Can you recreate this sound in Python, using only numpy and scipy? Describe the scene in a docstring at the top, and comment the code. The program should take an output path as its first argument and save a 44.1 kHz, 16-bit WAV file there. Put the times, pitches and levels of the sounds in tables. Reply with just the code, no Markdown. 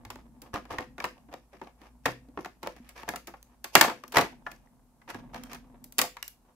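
"""In a small room, two hands prise the clear lid off a thin plastic blister tray of small toys. Snaps are
bursts of decaying band noise plus a sine at the buckling panel's own note. Scrapes, skin rub, creases and toys
rattling in their pockets are random slips, filtered or ringing at set notes. Pocket resonances and reflections
colour these; soft thumps, low tray motion, air and hum lie below."""
import sys
import numpy as np
from scipy import signal
from scipy.fft import rfft, irfft, next_fast_len
from scipy.io import wavfile

SR = 44100
rng = np.random.default_rng(int(sys.argv[2]) if len(sys.argv) > 2 else 0)


def to_wav(s):
    """Save 16-bit WAV."""
    ch = np.atleast_2d(s).T  # columns
    pcm = np.round(np.clip(ch, -1, 1) * 32767)  # PCM
    wavfile.write(sys.argv[1], SR, pcm.astype(np.int16))


N = 288834   # length in samples
BAND_EDGES_HZ = 22 * 2 ** (np.arange(20) / 2)[3:]   # half-octave bands


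def from_db(db):
    """Logarithmic level: decibels to amplitude gain."""
    return 10 ** (np.asarray(db) / 20)


def rms_one(x):
    """Normalisation of power: the same signal at rms 1."""
    return x / np.sqrt(np.mean(x ** 2) + 1e-20)


def in_time(rows):
    """Linear interpolation: the columns of a time curve at every sample."""
    s, *columns = np.transpose(rows)
    return [np.interp(np.arange(N) / SR, s, c) for c in columns]


def at_hz(points, hz):
    """Logarithmic pitch axis: the columns of a table read at given frequencies."""
    f, *columns = np.transpose(points)
    return np.squeeze([np.interp(np.log(hz), np.log(f), c) for c in columns])


def drift(per_s):
    """Slow random modulation: a wander of rms 1 through per_s random points a second."""
    knots = rng.standard_normal(int(per_s * N / SR) + 2)
    return rms_one(np.interp(np.arange(N) / SR * per_s, np.arange(len(knots)), knots))


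def band(x, low, high):
    """Band-limiting: a gentle Butterworth band-pass."""
    sos = signal.butter(2, [low, high], "band", fs=SR, output="sos")
    return signal.sosfilt(sos, x + 1e-18)


# stereo width: f/Hz, side against mid level/dB
STEREO_WIDTH = [(50, -6), (130, -10.5), (400, -11), (1000, -7), (2000, -1), (5000, 0), (12000, -0.5)]


def spread(pair, hz):
    """Interaural coherence: mid and side signals become left and right, least alike in the treble."""
    side = from_db(at_hz(STEREO_WIDTH, hz))
    left, right = pair[0] + side * pair[1], pair[0] - side * pair[1]
    return np.array([left, right]) / np.sqrt(1 + side ** 2)


def coloured(pair, spectrum):
    """Spectral shaping: two signals take on a spectrum and a stereo width; rms 1."""
    size = next_fast_len(N)
    hz = np.maximum(np.fft.rfftfreq(size, 1 / SR), 1)
    lowest, highest = spectrum[0][0], spectrum[-1][0]
    skirts = 1 / (1 + (lowest / hz) ** 4) / (1 + (hz / highest) ** 4)
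    shaped = spread(rfft(pair, size), hz) * from_db(at_hz(spectrum, hz)) * skirts
    return rms_one(irfft(shaped, size)[:, :N])


def grains(per_s, size_db):
    """Stick-slip as a random point process: tiny slips of uneven size at random moments."""
    born = rng.random(N) < per_s / SR
    size = from_db(size_db * np.minimum(rng.exponential(1, N), 4))
    return born * rng.standard_normal((2, N)) * size


def crinkle(per_s, cycles, low_hz, high_hz):
    """Impulse-excited resonance: slips are dealt at random to 13 decaying notes; rms 1."""
    ticks, notes = grains(per_s, size_db=-3.5), np.geomspace(low_hz, high_hz, 13)
    dealt, out = rng.integers(0, len(notes), N), 0
    for k, hz in enumerate(notes):
        radius = from_db(-60 * hz / (cycles * SR))   # falls by 60 dB over the given cycles
        w = 2 * np.pi * hz / SR
        b, a = [0, np.sin(w)], [1, -2 * radius * np.cos(w), radius * radius]
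        out = out + spread(signal.lfilter(b, a, ticks * (dealt == k) + 1e-18), hz)
    return rms_one(out)


# spectrum of the still air: f/Hz, relative level per Hz/dB
AIR_SPECTRUM = [(22, -5), (55, -5.5), (97, -10), (190, -4), (250, -5), (390, -12.5), (600, -15),
                (885, -10.5), (1450, -21), (2000, -27.5), (3500, -29.5), (13000, -23), (16000, -25.5)]
# hum partials: centre f/Hz, peak level/dB
HUM_PARTIALS = [(124, -74), (246, -72.5)]
AIR_DB = -69   # rms


def background():
    """Steady broadband noise and frequency modulation: still air and a faint, wavering hum."""
    hum = 0
    for hz, db in HUM_PARTIALS:
        phase = 2 * np.pi * np.cumsum(hz + 1.2 * drift(10)) / SR
        hum = hum + from_db(db) * np.sin(phase)
    return from_db(AIR_DB) * coloured(rng.standard_normal((2, N)), AIR_SPECTRUM) + hum


# how much the hands shift their grip; drives sway, flexing and skin drag: t/s, relative level/dB
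GRIP_SHIFT = [(0, -50.5), (.15, -56.5), (.4, -61), (.9, -57), (1.2, -61.5), (1.5, -72), (1.85, -69),
              (2.25, -61), (2.55, -69.5), (2.85, -63.5), (3.35, -72.5), (4.05, -68.5), (4.33, -54),
              (4.7, -67), (5.02, -69.5), (5.25, -49), (5.7, -57), (6.35, -77)]


def grip_db():
    """A common excitation: the level of grip movement at every sample."""
    return in_time(GRIP_SHIFT)[0]


# spectrum of the rumble of the moving hands: f/Hz, relative level per Hz/dB
SWAY_SPECTRUM = [(24, -6), (38, 1), (52, 1), (66, -4), (85, -14), (115, -9)]
# centre of the tray's swing, lower and weaker once the lid is off
SWING_LID_ON_HZ, SWING_LID_OFF_HZ = 56, 42
LID_OFF_S, LID_OFF_SWING_DB = 3.8, -3.5


def swaying(rumble_db, swing_db, follows, wobble_db, wander_hz):
    """Driven low-frequency oscillation: the moving hands rumble and keep the whole tray swinging."""
    grip = grip_db()
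    lid_off = np.arange(N) / SR > LID_OFF_S
    hz = np.where(lid_off, SWING_LID_OFF_HZ, SWING_LID_ON_HZ) + wander_hz * drift(2)
    swing_level = from_db(swing_db + LID_OFF_SWING_DB * lid_off + wobble_db * drift(2.6))
    swing = swing_level * np.sin(2 * np.pi * np.cumsum(hz) / SR)
    rumble = from_db(rumble_db) * coloured(rng.standard_normal((2, N)), SWAY_SPECTRUM)
    return from_db(follows * (grip - grip.mean())) * (swing + rumble)


# finger pads landing on the tray: t/s, initial level/dB, f/Hz, t60/s
PAD_LANDINGS = [(0.059, -48.5, 105, 0.48), (.54, -24.5, 100, 0.023), (0.716, -38.5, 90, .08),
                (.787, -31.5, 92, 0.039), (2.056, -38, 125, 0.46), (2.802, -41, 240, 0.12),
                (3.753, -32.5, 163, .1), (4.17, -27.5, 133, 0.14), (5.144, -45, 105, 0.22),
                (5.74, -50.5, 370, .06)]


def thumps():
    """Free damped oscillation: a soft push leaves the whole tray swinging as a decaying sine."""
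    out = np.zeros(N)
    for s, db, hz, t60 in PAD_LANDINGS:
        t = np.arange(N - int(s * SR)) / SR
        decay = from_db(db - 60 * np.minimum(t / t60, 2))
        out[-len(t):] += decay * np.sin(2 * np.pi * hz * t)
    return out


# spectrum of the flexing tray: f/Hz, relative level per Hz/dB
FLEX_SPECTRUM = [(95, -12), (130, -0.5), (170, -8), (205, -8.5), (235, 4), (255, 4.5), (280, -8.5),
                 (380, -19), (500, -25.5)]


def flexing(level_db, wobble_db):
    """Forced plate vibration: the whole tray drums softly as the grip shifts."""
    level = from_db(grip_db() + level_db + wobble_db * drift(12))
    return level * coloured(rng.standard_normal((2, N)), FLEX_SPECTRUM)


# strain around each snap: rise and fall, then dB of strain per dB of snap
STRAIN_RISE_DB_PER_S, STRAIN_FALL_DB_PER_S = 900, 170.5
STRAIN_FOLLOWS = 0.91


def strain_db():
    """Storage and release of elastic energy: strain builds fast before a snap and eases slower after."""
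    s, db = np.array(SHEET_SNAPS).T[:2, :, None]
    t = np.arange(0, N, SR // 1000) / SR
    away_db = np.maximum(STRAIN_RISE_DB_PER_S * (s - t), STRAIN_FALL_DB_PER_S * (t - s))
    strongest = np.max(STRAIN_FOLLOWS * (db - db.mean()) - away_db, axis=0)
    return np.interp(np.arange(N) / SR, t, strongest)


# spectrum of dull skin drag: f/Hz, relative level per Hz/dB
DRAG_SPECTRUM = [(210, -37), (350, -1), (613, 3.5), (931, 3), (1300, -12), (1630, -11.5), (2000, -13.5),
                 (2310, -16), (4000, -24.5), (5200, -52), (8800, -120)]
# spectrum of bright scuffing, also heard in the scrapes: f/Hz, relative level per Hz/dB
SCUFF_SPECTRUM = [(1470, -26), (2500, 1.5), (4140, -11), (4550, -5), (5870, -1.5), (7890, -15.5),
                  (12100, -6), (16000, -18.5)]


def rubbing(grip_drag_db, strain_drag_db, scuff_db, ticks_db, flutter_db):
    """Stick-slip friction: skin and lid slip in spurts, and creases tick, with grip and strain."""
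    strain = from_db(strain_db())
    drag_level = from_db(grip_db() + grip_drag_db) + from_db(strain_drag_db) * strain
    dull = drag_level * coloured(grains(per_s=2200, size_db=4.5), DRAG_SPECTRUM)
    scuff = coloured(grains(per_s=1000, size_db=3.5), SCUFF_SPECTRUM)
    bright = from_db(scuff_db) * strain * scuff
    creases = crinkle(per_s=74, cycles=20, low_hz=617, high_hz=6000)
    ticks = from_db(ticks_db) * np.sqrt(strain) * creases
    return from_db(flutter_db * drift(45)) * (dull + bright + ticks)


# toys rattling in their pockets after a stud lets go: start t/s, end t/s, relative level/dB
POCKET_RATTLES = [(3.757, 3.795, -31.5), (3.821, 3.929, -30), (4.187, 4.276, -37), (6.034, 6.079, -37)]


def chatter(level_db):
    """Repeated impact: the loose toys knock quickly inside their hollow pockets and settle."""
    t, envelope = np.arange(N) / SR, np.zeros(N)
    for start, end, db in POCKET_RATTLES:
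        peak_s = start + (end - start) / 10
        envelope += from_db(db) * np.interp(t, [start, peak_s, end], [0, 1.5, .3], right=0)
    knocks = crinkle(per_s=250, cycles=35, low_hz=663.6, high_hz=1310)
    return from_db(level_db) * envelope * knocks


# strokes of skin or lid across the tray: start t/s, end t/s, relative level/dB, hiss against it/dB
STROKES = [(0.14, .232, -59, -11.5), (0.409, .5, -55, -18), (0.53, .592, -32, -17), (.684, .789, -42, -15),
           (0.794, .836, -39.5, -17), (0.982, 1.075, -43.5, -12), (1.303, 1.367, -51, -19.5),
           (1.511, 1.615, -67, -3.5), (1.62, 1.72, -55.5, -19.5), (1.775, 1.901, -59, -9),
           (2.623, 2.693, -44, -18), (2.752, 2.807, -61, -0.5), (2.8, 2.97, -67.5, -1.5),
           (2.948, 3.04, -50.5, -4.5), (3.056, 3.155, -54.5, -7), (3.426, 3.587, -66.5, -13),
           (3.788, 3.916, -28.5, -22.5), (4.135, 4.192, -29, -7.5), (4.17, 4.271, -31, -20.5),
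           (5.074, 5.121, -47, -7.5), (5.129, 5.214, -47, -11), (5.324, 5.406, -47, -12),
           (5.381, 5.51, -54.5, -9.5), (5.489, 5.565, -46.5, -5), (5.626, 5.7, -65, -28),
           (6.409, 6.55, -65, -24)]
# spectrum of a stroke's body: f/Hz, relative level per Hz/dB
STROKE_SPECTRUM = [(260, 7), (500, 4.5), (950, 6), (1400, -5), (2100, -19), (3000, -13.5), (4500, -19.5)]
# flat panels that sing when rubbed: f/Hz, bandwidth/Hz
RASP_PANELS = [(1250, 52), (1750, 390), (2280, 130)]


def scrapes(level_db, flutter_db, crinkle_db, rasp_db):
    """Sliding friction: dense slips swell and fade, rasp in the panels and crease the sheet."""
    t = np.arange(N) / SR
    body, hiss = np.zeros((2, N))
    for start, end, db, hiss_db in STROKES:
        inside = (t > start) & (t < end)
        stroke = np.sqrt(np.hanning(inside.sum()))
        body[inside] += from_db(db) * stroke
        hiss[inside] += from_db(db + hiss_db) * stroke
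    slips = grains(per_s=2000, size_db=1.54)
    creases = from_db(crinkle_db) * crinkle(per_s=370, cycles=20, low_hz=1250, high_hz=4440)
    rasp = 0
    for hz, width_hz in RASP_PANELS:
        b, a = signal.iirpeak(hz, hz / width_hz, fs=SR)
        rasp = rasp + spread(signal.lfilter(b, a, slips), hz)
    scuff = from_db(-1) * coloured(slips, SCUFF_SPECTRUM)
    bright = scuff + creases + from_db(rasp_db) * rms_one(rasp)
    sliding = body * coloured(slips, STROKE_SPECTRUM) + hiss * bright
    return from_db(level_db + flutter_db * drift(110)) * sliding


# centres of a snap's bass, middle and treble registers: f/Hz
REGISTER_HZ = [250, 1300, 11500]


def register_db(hz, levels):
    """Spectral tilt: a snap's level slopes from the middle towards its bass and its treble."""
    middle, bass, treble = levels
    return middle + np.interp(np.log(hz), np.log(REGISTER_HZ), [bass, 0, treble])


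def panel_notes(t, levels, note_hz, cycles):
    """Modal ringing: the buckled panel sounds its note, for the given cycles to -60 dB at 1 kHz."""
    db = np.array([register_db(hz, snap) for hz, snap in zip(note_hz, levels)])
    # radiated level falls towards the high notes
    db = db + at_hz([(300, 3), (700, -1.0), (2000, -2.0), (5000, -6.5), (13000, -12)], note_hz)
    t60 = cycles / np.sqrt(note_hz * 1000)[:, None]
    ring = np.sin(2 * np.pi * note_hz[:, None] * t) * from_db(-60 * t / t60)
    ring /= np.sqrt(np.sum(ring ** 2, axis=-1, keepdims=True) / (SR / 100))   # equal energy
    return from_db(db)[:, None] * ring


# snaps of the sheet: t/s, relative middle level/dB, bass against it/dB, treble against it/dB,
# crackle length against a plain snap, note of the buckling panel f/Hz
SHEET_SNAPS = [(.05, -46.5, -5, -8.5, 0.97, 835), (0.102, -41, -8, -5, 1.12, 1000),
               (0.157, -47, 1, -10, 0.44, 870), (.418, -58, 12, 10, 1.04, 9980),
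               (.539, -37.5, 0.5, -14, 1.8, 1700), (.559, -31.5, -14, -28, 0.45, 1195),
               (0.653, -49.5, -4, -18, 0.71, 756), (0.723, -44, 4.5, -15, 2.05, 2110),
               (.784, -28, -10.5, -22.5, 0.95, 1880), (0.807, -44, 8, -10, 0.5, 755),
               (0.981, -40.5, -0.5, -19.5, 0.89, 1450), (1.002, -29.5, -26, -20.5, 0.53, 2300),
               (1.041, -27, -10.5, -16, 1.04, 985), (1.053, -43, -14, -3, 0.71, 1120),
               (1.286, -56, 2, -39, 1.3, 292), (1.327, -46, -3.5, -16, 0.45, 680),
               (1.339, -40, 0, -12.5, 0.53, 740), (1.53, -55, 3.5, -23, 1.9, 570),
               (1.615, -39, 0.5, -31.5, 0.79, 880), (1.816, -54, 1, -12, .7, 305),
               (2.056, -23, -5, -13.5, 1.56, 1830), (2.286, -69.5, 21, -6, 0.88, 267),
               (2.374, -34, -1, -39, .75, 420), (2.388, -38.5, -1, -45, 0.9, 352),
               (2.447, -39, -21, -16, 1.1, 1376), (2.458, -39.5, 0, -15, 0.6, 752),
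               (2.63, -41, 2, -9, 1.12, 867), (2.672, -32, -2, -13.5, 0.57, 574),
               (2.764, -56, 6, -6, 0.66, 2200), (2.89, -56, -19, 4.5, 1.4, 2190),
               (3.006, -56.5, -2, -7, .9, 1110), (3.032, -43.5, -4.5, -14.5, 0.69, 900),
               (3.079, -35.5, -1.5, -33, 1.43, 783), (3.089, -33, -7.5, -2, 0.74, 1665),
               (3.137, -34.5, -5.5, -36, 0.76, 725), (3.159, -41, -3, 2, 0.95, 1350),
               (3.271, -50.5, 2, 4.5, 1.55, 2310), (3.279, -44, -5, -31, 1.14, 335),
               (3.339, -42.5, -11.5, -40, 0.88, 790), (3.428, -63, -2, 18, 0.2, 6300),
               (3.642, -38.5, -11.5, 0, 1.28, 11000), (3.7522, -8.5, -13, -7, 1.12, 722),
               (3.778, -33, -2, -5, 1.7, 640), (3.811, -12, -15, -3, 1.1, 1760),
               (3.843, -24, -11.5, -26.5, 1.1, 1124), (3.897, -30, -11, -24, 1.32, 873),
               (4.037, -42.5, -7.5, -14, 0.87, 1174), (4.079, -62.5, 1, 12.5, 0.85, 5700),
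               (4.121, -45, -10, -1, 1.4, 2980), (4.169, -15, -6.5, -13.5, 1.1, 1975),
               (4.182, -18.5, -7, -15.5, 1.59, 696), (4.209, -31, -18.5, -6, 1.44, 640),
               (4.4652, -27.5, -26, -49, 0.78, 1720), (4.515, -49.5, -3, -2, 1.05, 2480),
               (5.017, -54.5, -27.5, -28, 0.82, 2000), (5.077, -45.5, -15.5, -34, 1.1, 906),
               (5.101, -42, -10, -9, 1.25, 3520), (5.145, -41, 4, -15, 0.81, 1680),
               (5.344, -38, -10, -16, 0.81, 750), (5.436, -49.5, -24, 5.5, 0.55, 3170),
               (5.532, -42.5, -17.5, -1.5, 0.57, 1056), (5.546, -50.5, -15.5, 0, 0.98, 3100),
               (5.841, -67, 12.5, 22.5, 1.1, 7370), (5.923, -63, -3.5, 16, .8, 14500),
               (5.983, -33, 0, 12, 0.59, 7300), (5.9891, -22, -15, 0, 1.08, 4600),
               (6.015, -26.5, -12, 3.5, 1.08, 6840), (6.168, -37.5, -31, -18.5, 0.78, 950),
               (6.227, -35.5, -65, 3, 0.39, 2860), (6.279, -58, -20, 22, 0.62, 13300)]
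# spectrum of a plain snap: f/Hz, relative level per Hz/dB
SNAP_SPECTRUM = [(70, -40), (140, -32), (280, -22.5), (500, -27), (900, -28), (1400, -34.5), (2000, -30.5),
                 (3000, -35.5), (4200, -35), (6200, -35), (8500, -43.5), (12000, -39), (15500, -33.5)]
# ringing of the sheet in a plain snap: f/Hz, t60/s
SHEET_DECAY = [(100, 0.19), (300, .085), (800, 0.069), (2000, 0.059), (5000, 0.026), (13000, 0.031)]


def snaps(rise_s, level_db, note_db, pan_db, crackle_db, crack_db, crack_t60_s):
    """Buckling excites dense plate modes: a crack, a crackle that mostly dies sooner up high, a note."""
    rows = np.array(SHEET_SNAPS)
    starts, levels, (length, note_hz) = rows[:, 0], rows[:, 1:-2], rows[:, -2:].T
    t = np.arange(SR // 14) / SR
    length = np.maximum(length, .2)[:, None]
    notes = from_db(note_db) * panel_notes(t, levels, note_hz, cycles=42)
    bursts = np.zeros((2, len(rows), len(t))) + notes
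    unevenness = drift(900)[:len(rows) * len(t)].reshape(len(rows), -1)
    crackle = from_db(crackle_db * unevenness)
    crack = from_db(crack_db - 60 * t / crack_t60_s)
    for low, high in zip(BAND_EDGES_HZ, BAND_EDGES_HZ[1:]):
        hz = np.sqrt(low * high)
        rise = rise_s * length ** 3 * np.sqrt(2000 / hz)   # bending waves bring the treble first
        decay = from_db(-60 * t / (at_hz(SHEET_DECAY, hz) * length)) + crack
        shape = crackle * (1 - np.exp(-t / rise)) * decay
        ring = band(rng.standard_normal(bursts.shape) * shape, low, high)
        ring /= np.sqrt(np.sum(ring ** 2, axis=-1, keepdims=True) / (SR / 100))   # equal energy
        db = np.array([register_db(hz, snap) for snap in levels]) + at_hz(SNAP_SPECTRUM, hz) + level_db
        bursts += spread(ring, hz) * from_db(db)[:, None] * np.sqrt((high - low) * length)
    out = np.zeros((2, N + len(t)))
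    for k, s in enumerate(starts):
        i = int(s * SR)
        out[:, i:i + len(t)] += bursts[:, k]
    return out[:, :N] * from_db([[pan_db / 2], [-pan_db / 2]])   # positive leans left


# resonances of the moulded pockets: f/Hz, bandwidth/Hz, lift/dB
POCKET_MODES = [(420, 29, -4.5), (503, 6.5, 4.5), (636, 20, -6.5), (698, 31, 2), (940, 200, 1),
                (1130, 59, 3.5), (1476, 60, -3), (1830, 790, 2.5), (2380, 130, -2), (2480, 100, 1),
                (3104, 560, -0.5)]


def pockets(x):
    """Cavity resonance: moulded pockets lift or hollow narrow bands of whatever shakes the sheet."""
    for hz, width_hz, lift_db in POCKET_MODES:
        b, a = signal.iirpeak(hz, hz / width_hz, fs=SR)
        x = x + (from_db(lift_db) - 1) * signal.lfilter(b, a, x)
    return x


# reverberation of the room: f/Hz, t60/s, level against the direct sound/dB
ROOM_DECAY = [(100, 0.13, -14.5), (300, 0.25, -9.5), (900, 0.082, -11), (2000, 0.28, -11),
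              (5000, 0.23, -9.5), (13000, 0.21, -12)]


def room(x, build_s):
    """Reverberation by convolution: reflections thicken, then each band decays at its own rate."""
    t = np.arange(SR // 2) / SR
    build = 1 - np.exp(-(t / build_s) ** 2)
    response = 0
    for low, high in zip(BAND_EDGES_HZ, BAND_EDGES_HZ[1:]):
        hz = np.sqrt(low * high)
        t60, wet_db = at_hz(ROOM_DECAY, hz)
        tail = band(rng.standard_normal((2, len(t))) * build * from_db(-60 * t / t60), low, high)
        tail *= np.sqrt(2 * (high - low) / SR / np.sum(tail ** 2, axis=-1, keepdims=True))
        response = response + from_db(wet_db) * spread(tail, hz)
    return signal.fftconvolve(x, response, axes=-1)[:, :N]


def scene():
    """Superposition: sheet, lid and skin sound through pockets and room, over the tray's low motion."""
    sheet = snaps(rise_s=0.00045, level_db=-3.0, note_db=-3.5, pan_db=0.43,
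                  crackle_db=1.5, crack_db=-2.5, crack_t60_s=0.0078)
    sheet = sheet + scrapes(level_db=-3.5, flutter_db=3.5, crinkle_db=0.0, rasp_db=1.5)
    skin = rubbing(grip_drag_db=-12.5, strain_drag_db=-75.5, scuff_db=-72, ticks_db=-75, flutter_db=4.5)
    tray = pockets(sheet + chatter(level_db=-3.5) + skin)
    sway = swaying(rumble_db=-67.5, swing_db=-61.5, follows=0.45, wobble_db=3, wander_hz=0.89)
    motion = flexing(level_db=0.34, wobble_db=2.0) + sway
    return tray + room(tray, build_s=0.011) + thumps() + motion + background()


CUTOFF_HZ = 15700


def record(dry):
    """Overload and band-limiting: peaks past full scale are clipped, then the top is rounded and cut."""
    rounding = signal.butter(3, 14800, fs=SR, output="sos")
    cut = signal.ellip(10, .1, 70, CUTOFF_HZ, fs=SR, output="sos")
    rounded = signal.sosfilt(rounding, np.clip(dry, -1, 1))
    return signal.sosfilt(cut, rounded)


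dry = scene()
out = record(dry)
to_wav(out)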